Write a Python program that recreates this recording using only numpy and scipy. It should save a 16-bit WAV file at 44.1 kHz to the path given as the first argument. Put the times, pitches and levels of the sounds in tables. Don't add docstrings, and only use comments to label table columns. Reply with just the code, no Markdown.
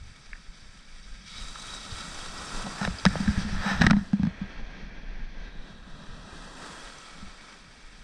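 import sys
import numpy as np
from scipy import signal
from scipy.fft import rfft, irfft
from scipy.io import wavfile
from scipy.ndimage import uniform_filter1d

SR = 44100
rng = np.random.default_rng(int(sys.argv[2]) if len(sys.argv) > 2 else 0)


def file_out(sig):
    cols = np.atleast_2d(sig).T
    lim = np.clip(cols, -1, 1)
    pcm = np.round(lim * 32767).astype(np.int16)
    wavfile.write(sys.argv[1], SR, pcm)


def invert_db(x):
    u = np.asarray(x, float) / 20
    return 10 ** u


N = 354123
TIME_S = np.arange(N) / SR
HZ = np.fft.rfftfreq(N, 1 / SR)[1:]

# time_s, plunge_db, foam_db
WAVE = [(0.0, -63.5, -58.5), (1.24, -64.5, -56), (1.28, -64.5, -48.5), (1.44, -55, -49.5),
        (2.08, -49.5, -46), (2.72, -43.5, -45.5), (2.9, -49, -47.5), (3.2, -49, -45), (3.84, -48, -48.5),
        (3.92, -55, -56), (4.6, -52, -57), (5.6, -57, -61), (6.3, -53, -56), (6.65, -47.5, -51.5),
        (6.95, -52, -50.5), (7.6, -58, -56.5), (7.75, -60.5, -58.5), (8.03, -61, -58)]
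# pitch_hz, level_db (per Hz)
ROAR = [(150, -23.5), (260, -1), (345, -6), (539, -5), (662, -5), (1110, -3), (1200, -5.5), (1560, -15.5),
        (2640, -120)]
SPLASH = [(1000, -40.5), (1200, 3), (1900, 4), (2700, 3.5), (3000, -19)]
FIZZ = [(2600, -15), (3000, 5), (4500, 7.5), (6000, 4), (6800, -14.5), (7200, -23)]
HISS = [(3880, -12.5), (6600, -1.5), (6910, -5.5), (7480, 0), (8060, -4.5), (8650, -2.5), (10100, -14),
        (11500, -31.5), (14400, -28), (15200, -30), (15700, -42)]
# pitch_hz, width_hz, level_db
PORT_OPEN = [(1307, 115, 8), (2030, 57, -12.5), (2248, 210, 9.5), (3000, 380, 0), (3853, 300, 10),
             (4193, 280, -16), (4630, 680, 3.5), (5740, 180, 1), (6780, 170, -6), (7550, 450, 0),
             (13500, 400, -9), (1464, 45, 5), (1923, 70, 6), (11000, 300, 4)]
# pitch_hz, width_hz, level_db
PORT_SHADED = [(1300, 1200, -18.5), (1625, 650, 11.5), (2150, 62, -8), (2690, 660, -8.5), (2900, 200, 6),
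               (3290, 260, 7.5), (4140, 270, 3), (4880, 1200, -14), (5900, 960, -6.5), (6650, 460, 1),
               (1603, 54, 8), (2400, 200, 2.5), (4450, 180, 4)]
# middle_s, swell_db, length_ms
SURGES = [(1.30, 0, 60), (1.39, 3.5, 120), (1.59, 2, 35), (1.93, 1.5, 70), (1.99, 0.5, 78), (2.58, 1.5, 88),
          (2.85, 3, 44), (3.40, 6, 58), (5.46, 2, 54), (5.69, 1.5, 110), (6.05, -1, 21), (6.15, 1, 66),
          (6.64, 2, 79), (6.82, 0, 220), (7.12, -1, 140), (7.56, 1.5, 110)]
# time_s, low_shade (0-1), high_shade (0-1), spray_screen (0-1), palm_echo (0-1)
HAND = [(0, 0.32, .1, 0.14, 0.18), (1.2, 0.4, 0, .17, 0.15), (1.3, 0, 0.3, 0.28, 0),
        (1.46, 0, 0.1, 0, 0.52), (2.75, 0.02, 0.22, 0, 0.81), (3.3, 0.6, 0.03, 0.14, 0.44),
        (3.85, 0.97, 0.7, 0.43, 0.5), (4.05, 0.83, 0.5, 0.2, .95), (4.3, 0.68, 0.97, 0.62, 0),
        (4.6, 0.83, 0.77, 0.77, 0), (5.1, 0.94, 0.66, 0.9, 0), (5.45, 0.94, 0.8, 0.7, 0.07),
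        (5.65, 0.88, 0.7, 0.4, 0.54), (5.9, 0.33, .66, 0.3, 0.9), (6.3, 0.5, 0.5, 0.17, 1),
        (6.6, 0.32, 0.45, 0, 0.9), (7.3, 0.08, 0.36, 0.18, 0.37), (8.03, 0.48, 0.26, 0.14, 0.25)]
# start_s, added_share (ratio)
PIPE_STARTS = [
    (1.269, 1.3),
    (5.42, 1.6),
]
PIPE_RISE_S, PIPE_FADE_S, PIPE_REST = 0.032, 0.86, -0.6
SPLASH_DB, SPLASH_PLUNGE_SHARE = 3.5, 0.56
HISS_DB, SCREEN_LOSS_DB = -4.5, 26

# start_s, peak_db, pitch_hz, t60_s
KNOCKS = [(2.662, -33, 186, 0.065), (2.812, -23.5, 185, 0.057), (2.828, -34, 205.6, 0.28),
          (2.877, -23.5, 183, 0.1), (3.055, -23, 190, 0.1), (3.0608, -12, 188, 0.097),
          (3.113, -33, 202, 0.11), (3.155, -32.5, 192, 0.14), (3.2, -21, 198, 0.15),
          (3.275, -18.5, 207, 0.18), (3.377, -23.5, 198, 0.12), (3.446, -28.5, 208, 0.29),
          (3.528, -28, 194, 0.11), (3.56, -33, 201, 0.22), (3.659, -27.5, 195, 0.29),
          (3.71, -27.5, 194, 0.16), (3.809, -10, 193, 0.042), (3.8382, -13.5, 199, 0.053),
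          (3.8691, -13.5, 183, 0.022), (3.8751, -26.5, 203, .25), (3.9099, -11, 194.7, 0.096),
          (3.929, -15.5, 202.5, 0.19), (3.964, -22, 201, 0.15), (4.131, -14.5, 200, 0.12),
          (4.194, -19, 195, 0.097), (4.231, -16, 197, 0.077), (4.25, -24, 200, 0.12),
          (4.267, -17, 180, 0.069), (4.412, -26.5, 193, 0.13), (7.221, -43, 197, 0.26)]
# start_s, level_db, treble_db, length_ms, hollow_db
SIDE_CRACKS = [(1.554, -30, -15, 5.3, -42), (2.663, -42, 3, 11, 0.5), (2.813, -25, -23, 3.3, -6),
               (2.827, -35.5, -3, 9, -4), (2.876, -32, -18, 3.5, -1), (2.997, -49, 9.5, 2.5, -10),
               (3.0527, -17.5, -15.5, 2.6, -3.5), (3.155, -39, -28, 3, 11), (3.897, -21.5, -22, 13.6, -23),
               (3.906, -16.5, -13, 7.1, -13)]
BACK_CRACKS = [(2.849, -21.5, -14, 4.1, -14), (3.064, -22.5, -24, 8.7, -23), (3.277, -28, -13, 3.4, -23),
               (3.482, -35.5, -28, 15, -11.5), (3.811, -13, -18, 2.5, -33), (3.817, -15, -9.5, 6.1, -12),
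               (3.836, -31, -25, 6.2, -10), (3.8654, -11, -16, 5.2, -16.5), (3.93, -33.5, -34, 6.5, 0),
               (3.965, -36, -14, 4.2, -6), (4.13, -39, -12, 6.3, -4), (4.231, -38, -17.5, 6.2, -8),
               (4.249, -40.5, -11, 4.9, -7), (4.265, -42, -24, 6, -11.5)]
LID_CRACKS = [
    (0.259, -54, 7, 4, -30),
    (0.331, -27, -31, 2.5, -40),
    (0.351, -40, -25, 3, -23),
]
# start_s, level_db, treble_db, length_ms, hollow_db
SQUEAKS = [
    (2.984, -33.5, -31, 10, -38),
]
SIDE_HZ, BACK_HZ, LID_HZ, SQUEAK_HZ = 1270, 1680, 1750, 4750
# start_s, level_db, pitch_hz, treble_db, hollow_db
SNAPS = [(2.8134, -22, 1270, -29, -32), (2.829, -22, 1300, -35, -32), (2.846, -22, 1690, -30, -31),
         (2.85, -10, 1680, -23.5, -30), (2.8751, -37, 1250, -31, -18), (3.0529, -18, 1270, -9, -6.5),
         (3.0535, -13, 1270, -8, -14.5), (3.0559, -14, 1280, -19, -15), (3.063, -3, 1690, -14, -15),
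         (3.8175, -2, 1680, -12, -14), (3.8265, -11, 1680, -29, -28), (3.8398, -14, 1750, -30, -22),
         (3.848, -16, 1650, -30, -32), (3.8662, -6, 1770, -12, -13), (3.8693, -1, 1740, -17, -18),
         (3.9, -19, 1890, -28, -24), (3.9101, -12.5, 1940, -14.5, -23), (0.3312, -26, 2050, -50, -47),
         (4.132, -26.5, 1650, -35, -23.5), (4.196, -35, 900, -44, -31), (4.2325, -26, 1660, -33.5, -26),
         (4.252, -29, 1600, -39, -29), (4.27, -29, 1750, -37, -29), (0.357, -34, 1700, -55, -55),
         (2.8308, -28, 1700, -30, -36), (3.9675, -25, 1750, -40, -34), (3.9088, -2.5, 1380, -16.5, -17),
         (3.931, -17, 1720, -40, -22)]
# pitch_hz, width_hz, level_db
SHELL_LOW = [(1278, 105, 14), (1770, 150, 16), (2380, 800, 4.2)]
SHELL_HIGH = [(3130, 120, -3), (3890, 166, 11.5), (5100, 730, 6), (6460, 250, -3), (7620, 950, -6.5),
              (9130, 900, -8.5), (11500, 3000, -37)]
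# middle_s, level_db, length_ms
STROKES = [(2.82, -43, 120), (3.22, -45, 390), (3.4, -56, 130), (2.852, -43, 35), (3.55, -44.5, 66),
           (3.701, -32.5, 180), (3.836, -32.5, 83), (3.98, -50, 125)]
RUB_TOP_DB = -35.5

# time_s, hum_db
WIND = [(0, -60), (.9, -63), (1.25, -57), (2.0, -52.5), (2.6, -47), (2.9, -49), (2.97, -59.5), (3.2, -36),
        (3.7, -43.5), (3.92, -22.5), (4.1, -52), (4.25, -55), (4.42, -51), (4.65, -52), (5.6, -54.5),
        (6.2, -52), (6.4, -52), (6.9, -60.5)]
# peak_s, buffet_db, flutter_db, fall_10db_ms
GUSTS = [(.03, -47, -53, 105), (.33, -40.5, -60, 78), (.49, -41.5, -59, 34), (.67, -47, -54.5, 100),
         (.94, -40.5, -64, 120), (1.12, -39, -67, 123), (1.43, -40, -50.5, 196), (1.7, -42, -55.5, 200),
         (1.95, -43.5, -50, 120), (2.21, -40.5, -54, 200), (2.57, -35.5, -54, 60), (2.898, -34, -36, 46),
         (3.09, -30, -37, 56), (3.29, -26, -25, 18), (3.4, -30, -48, 45), (3.55, -28, -35, 72),
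         (3.9, -28, -33, 28), (4.23, -40, -32, 44), (4.43, -38, -45, 61), (4.63, -34, -50.5, 90),
         (4.85, -38.5, -68, 97), (4.99, -37.5, -66, 102), (5.19, -32, -61, 176), (5.41, -37, -62, 132),
         (5.6, -39.5, -63, 122), (5.9, -40, -67, 150), (6.11, -34.5, -48, 49), (6.46, -43, -70, 200),
         (6.86, -45, -70, 150), (7.25, -40, -54, 63), (7.66, -52, -53, 40), (7.87, -41.5, -58, 40),
         (8.01, -47, -61, 40)]
# start_s, peak_db, length_ms
SLAPS = [(3.375, -14.5, 7.9), (3.526, -21, 5.5), (3.56, -32, 19), (3.812, -14, 3.1), (3.868, -5.5, 3.6),
         (5.41, -45, 30), (5.474, -37, 19), (5.588, -35, 19), (5.925, -33, 22), (6.10, -33, 25)]
# pitch_hz, level_db (per Hz)
BUFFET = [(7.1, -13.5), (12, 2.5), (32, -1.5), (45, -6), (70, -35), (91, -32.5), (150, -120)]
FLUTTER = [(45, -6.5), (60, 4.0), (95, -4), (130, -5.0), (160, -24)]
HUM = [(120, -5.5), (150, 7.0), (260, -11.0), (340, -19.0)]
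# pitch_hz, width_hz, level_db
AIR_SPACE = [(213, 110, 17.8)]
BUFFET_DB, BUFFET_FOLLOWS, FLUTTER_DB, FLUTTER_FOLLOWS = -49.5, 0.56, -59.5, 1

# pitch_hz, level_db (per Hz)
SELF_NOISE = [(5000, -1), (9000, 1.5), (12600, -2.5), (13000, -33.0)]
SELF_NOISE_DB = -94
TOP_HZ, TOP_FULL_HZ, LAST_HZ = 9800, 11500, 12800
KEEP_OVER_DB, KEEP_FLOOR_DB, LAST_FLOOR_DB = -1, -122, -108.5


def rms_one(x):
    return x / np.sqrt(np.mean(x ** 2) + 1e-20)


def in_time(rows):
    s, *columns = np.transpose(rows)
    return [np.interp(TIME_S, s, column) for column in columns]


def swell(middle_s, length_ms):
    return np.exp(-(2000 * (TIME_S - middle_s) / length_ms) ** 2)


def place(out, start_s, sound):
    out[round(start_s * SR):][:len(sound)] += sound


def drift(rate):
    r = np.exp(-80 * np.pi * rate / SR)
    noise = rng.standard_normal(N // 40 + 2002)
    slow = signal.lfilter([1], [1, -2 * r, r * r], noise)[2000:]
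    return np.interp(np.arange(N) / 40, np.arange(len(slow)), rms_one(slow))


def shaped(x, spectrum, peaks=()):
    hz, level_db = np.transpose(spectrum)
    db = np.interp(np.log(HZ), np.log(hz), level_db, left=-90, right=-90)
    for peak_hz, width, top_db in peaks:
        db = db + top_db / (1 + (2 * (HZ - peak_hz) / width) ** 2)
    return rms_one(irfft(rfft(x) * np.r_[0, invert_db(db)], N))


def resonance(x, hz, width):
    r = np.exp(-np.pi * width / SR)
    poles = [1, -2 * r * np.cos(2 * np.pi * hz / SR), r * r]
    return signal.lfilter([(1 - r * r) / 2, 0, (r * r - 1) / 2], poles, x + 1e-18)


def grains(per_s, spread_db):
    sizes = invert_db(spread_db * np.minimum(rng.exponential(1, N), 5)) * rng.choice([-1, 1], N)
    return rms_one(sizes * (rng.random(N) < per_s / SR))


def surf():
    low_shade, high_shade, screen, echo = np.clip(in_time(HAND), 0, 1)
    plunge_db, foam_db = in_time(WAVE)
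    splash_db = SPLASH_DB + foam_db + SPLASH_PLUNGE_SHARE * (plunge_db - foam_db)
    hiss_db = HISS_DB + foam_db - SCREEN_LOSS_DB * screen
    surge_db = 0.85 * drift(4.9) + 0.17 * drift(21)
    for s, db, ms in SURGES:
        surge_db += db * swell(s, ms)
    surge_db += spatter() * (1 - high_shade) * (1 - low_shade)
    # level_db, colour, grains per s, grain share, shade
    layers = [(plunge_db, ROAR, 300, .3, low_shade), (splash_db, SPLASH, 900, .35, low_shade),
              (foam_db, FIZZ, 2500, .35, high_shade), (hiss_db, HISS, 4000, .35, high_shade)]
    out = np.zeros(N)
    for level_db, spectrum, per_s, share, shade in layers:
        water = rng.standard_normal(N) + share * grains(per_s, 1.94)
        heard = np.sqrt(1 - shade) * shaped(water, spectrum, PORT_OPEN)
        heard += np.sqrt(shade) * shaped(water[::-1], spectrum, PORT_SHADED)
        out += invert_db(level_db + surge_db + 0.76 * drift(30)) * heard
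    out += pebbles(hiss_db)
    pipe = PIPE_REST
    for s, share in PIPE_STARTS:
        late = np.maximum(TIME_S - s, 0)
        pipe = pipe + share * (1 - np.exp(-late / PIPE_RISE_S)) * np.exp(-(late / PIPE_FADE_S) ** 2)
    return out - echo * resonance(out, 2203, 800) + pipe * resonance(out, 3850, 180)


def pebbles(wash_db):
    out, t = np.zeros(N + SR), np.arange(SR // 25) / SR
    envelope = np.minimum(t / 0.0013, 1) * invert_db(-60 * t / 0.017)
    for when, pitch, size in rng.random((520, 3)):
        hz = 700 * 9 ** pitch
        ping = envelope * np.sin(2 * np.pi * hz * t * (1 + 0.83 * t))
        place(out, when * N / SR, invert_db(9 * size - 3.0 * np.log2(hz / 4000) ** 2) * ping)
    return invert_db(wash_db + 11) * out[:N]


def spatter():
    hits = (rng.random(N) < 18 / SR) * rng.uniform(1.0, 4.5, N)
    return signal.oaconvolve(hits, np.hanning(SR // 100))[:N]


def knocks():
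    out, t = np.zeros(N), np.arange(SR // 4) / SR
    rise = 1 - np.exp(-(t / 0.0064) ** 2)
    first_swing = 1.32 * np.exp(-(t / 0.0086) ** 2)
    for s, db, hz, t60 in KNOCKS:
        fall = invert_db(-60 * t / t60) + first_swing
        place(out, s, -invert_db(db + 3.5) * rise * fall * np.sin(2 * np.pi * hz * t))
    return out


def shell(x, modes):
    return sum((-1) ** k * invert_db(db) * resonance(x, hz, width) for k, (hz, width, db) in enumerate(modes))


def muffled(x):
    return signal.sosfilt(signal.butter(4, 7500, fs=SR, output="sos"), x)


def cracks():
    spot, high, deep = np.zeros(N), np.zeros(N), np.zeros(N)
    t = np.arange(SR // 30) / SR
    places = [(SIDE_CRACKS, SIDE_HZ), (BACK_CRACKS, BACK_HZ), (LID_CRACKS, LID_HZ), (SQUEAKS, SQUEAK_HZ)]
    for rows, hz in places:
        for s, db, treble_db, ms, deep_db in rows:
            envelope = np.minimum(3000 * t / ms, 1) * np.exp(-(1000 * t / ms) ** 2)
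            burst = invert_db(db) * rng.standard_normal(len(t)) * envelope
            place(spot, s, resonance(resonance(burst, hz, 416), hz, 680))
            place(high, s, invert_db(treble_db) * burst * np.exp(-(t / 0.0065) ** 2))
            place(deep, s, invert_db(deep_db) * burst)
    click = invert_db(11.5) * (t == 0)
    for s, db, hz, treble_db, deep_db in SNAPS:
        place(spot, s, invert_db(db) * resonance(resonance(click, hz, 300), hz, 610))
        place(high, s, np.full(2, invert_db(treble_db + 1)))
        place(deep, s, np.full(1, -invert_db(deep_db - 0.5)))
    sound = invert_db(14.5) * spot
    sound += invert_db(5.5) * shell(high, SHELL_HIGH) + invert_db(15.5) * resonance(high, 2290, 360)
    sound += invert_db(24) * resonance(resonance(deep, 610, 720), 610, 560)
    return muffled(sound)


def rub():
    slips = grains(6600, 2.9)
    sound = rms_one(shell(slips, SHELL_LOW))
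    sound += invert_db(-9.0) * rms_one(shell(slips, SHELL_HIGH))
    sound += invert_db(-3.5) * rms_one(resonance(resonance(slips, 910, 710), 720, 900))
    rasp = rms_one(resonance(resonance(slips, 11800, 2500), 11800, 2500))
    sound = muffled(sound) + invert_db(RUB_TOP_DB) * rasp
    pressure = sum(invert_db(db) * swell(s, ms) for s, db, ms in STROKES)
    return pressure * invert_db(1.2 * drift(5)) * sound


def wind():
    hum_db, = in_time(WIND)
    swing_db = hum_db - hum_db.mean()
    buffet_gain = invert_db(BUFFET_DB + BUFFET_FOLLOWS * swing_db)
    flutter_gain = invert_db(FLUTTER_DB + FLUTTER_FOLLOWS * swing_db)
    for s, buffet_db, flutter_db, ms in GUSTS:
        lump = invert_db(-10000 * np.abs(TIME_S - s) / ms)
        buffet_gain = np.maximum(buffet_gain, invert_db(buffet_db) * lump)
        flutter_gain = np.maximum(flutter_gain, invert_db(flutter_db) * lump)
    out = buffet_gain * shaped(rng.standard_normal(N), BUFFET)
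    out += flutter_gain * invert_db(4.7 * drift(24)) * shaped(rng.standard_normal(N), FLUTTER)
    out += invert_db(hum_db + 2.5 * drift(14)) * shaped(rng.standard_normal(N), HUM, AIR_SPACE)
    for s, db, ms in SLAPS:
        place(out, s, -invert_db(db) * np.hanning(round(ms * SR / 1000)))
    return out


def scene():
    return (surf() + knocks() + cracks() + rub() + wind())[None]


def thin_treble(sound):
    hz, _, cells = signal.stft(sound[0], SR, nperseg=2048)
    patch = uniform_filter1d(np.abs(cells) ** 2, size=5, axis=0)
    around = uniform_filter1d(patch, size=61, axis=0)
    thinning = np.clip((hz - TOP_HZ) / (TOP_FULL_HZ - TOP_HZ), 0, 1)[:, None]
    floor = invert_db(np.where(hz > LAST_HZ, LAST_FLOOR_DB, KEEP_FLOOR_DB))[:, None]
    kept = patch >= thinning * np.maximum(around * invert_db(KEEP_OVER_DB) ** 2, floor ** 2)
    return signal.istft(cells * kept, SR, nperseg=2048)[1][None, :N]


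def top_cut(x):
    return signal.sosfilt(signal.butter(12, 15600, fs=SR, output="sos"), x)


def record(dry):
    hiss = shaped(rng.standard_normal(N), SELF_NOISE)
    mix = 1.2 * np.tanh(dry / 1.2) + invert_db(SELF_NOISE_DB + 7) * hiss
    mix = thin_treble(mix)
    return top_cut(mix)


dry = scene()
out = record(dry)
file_out(out)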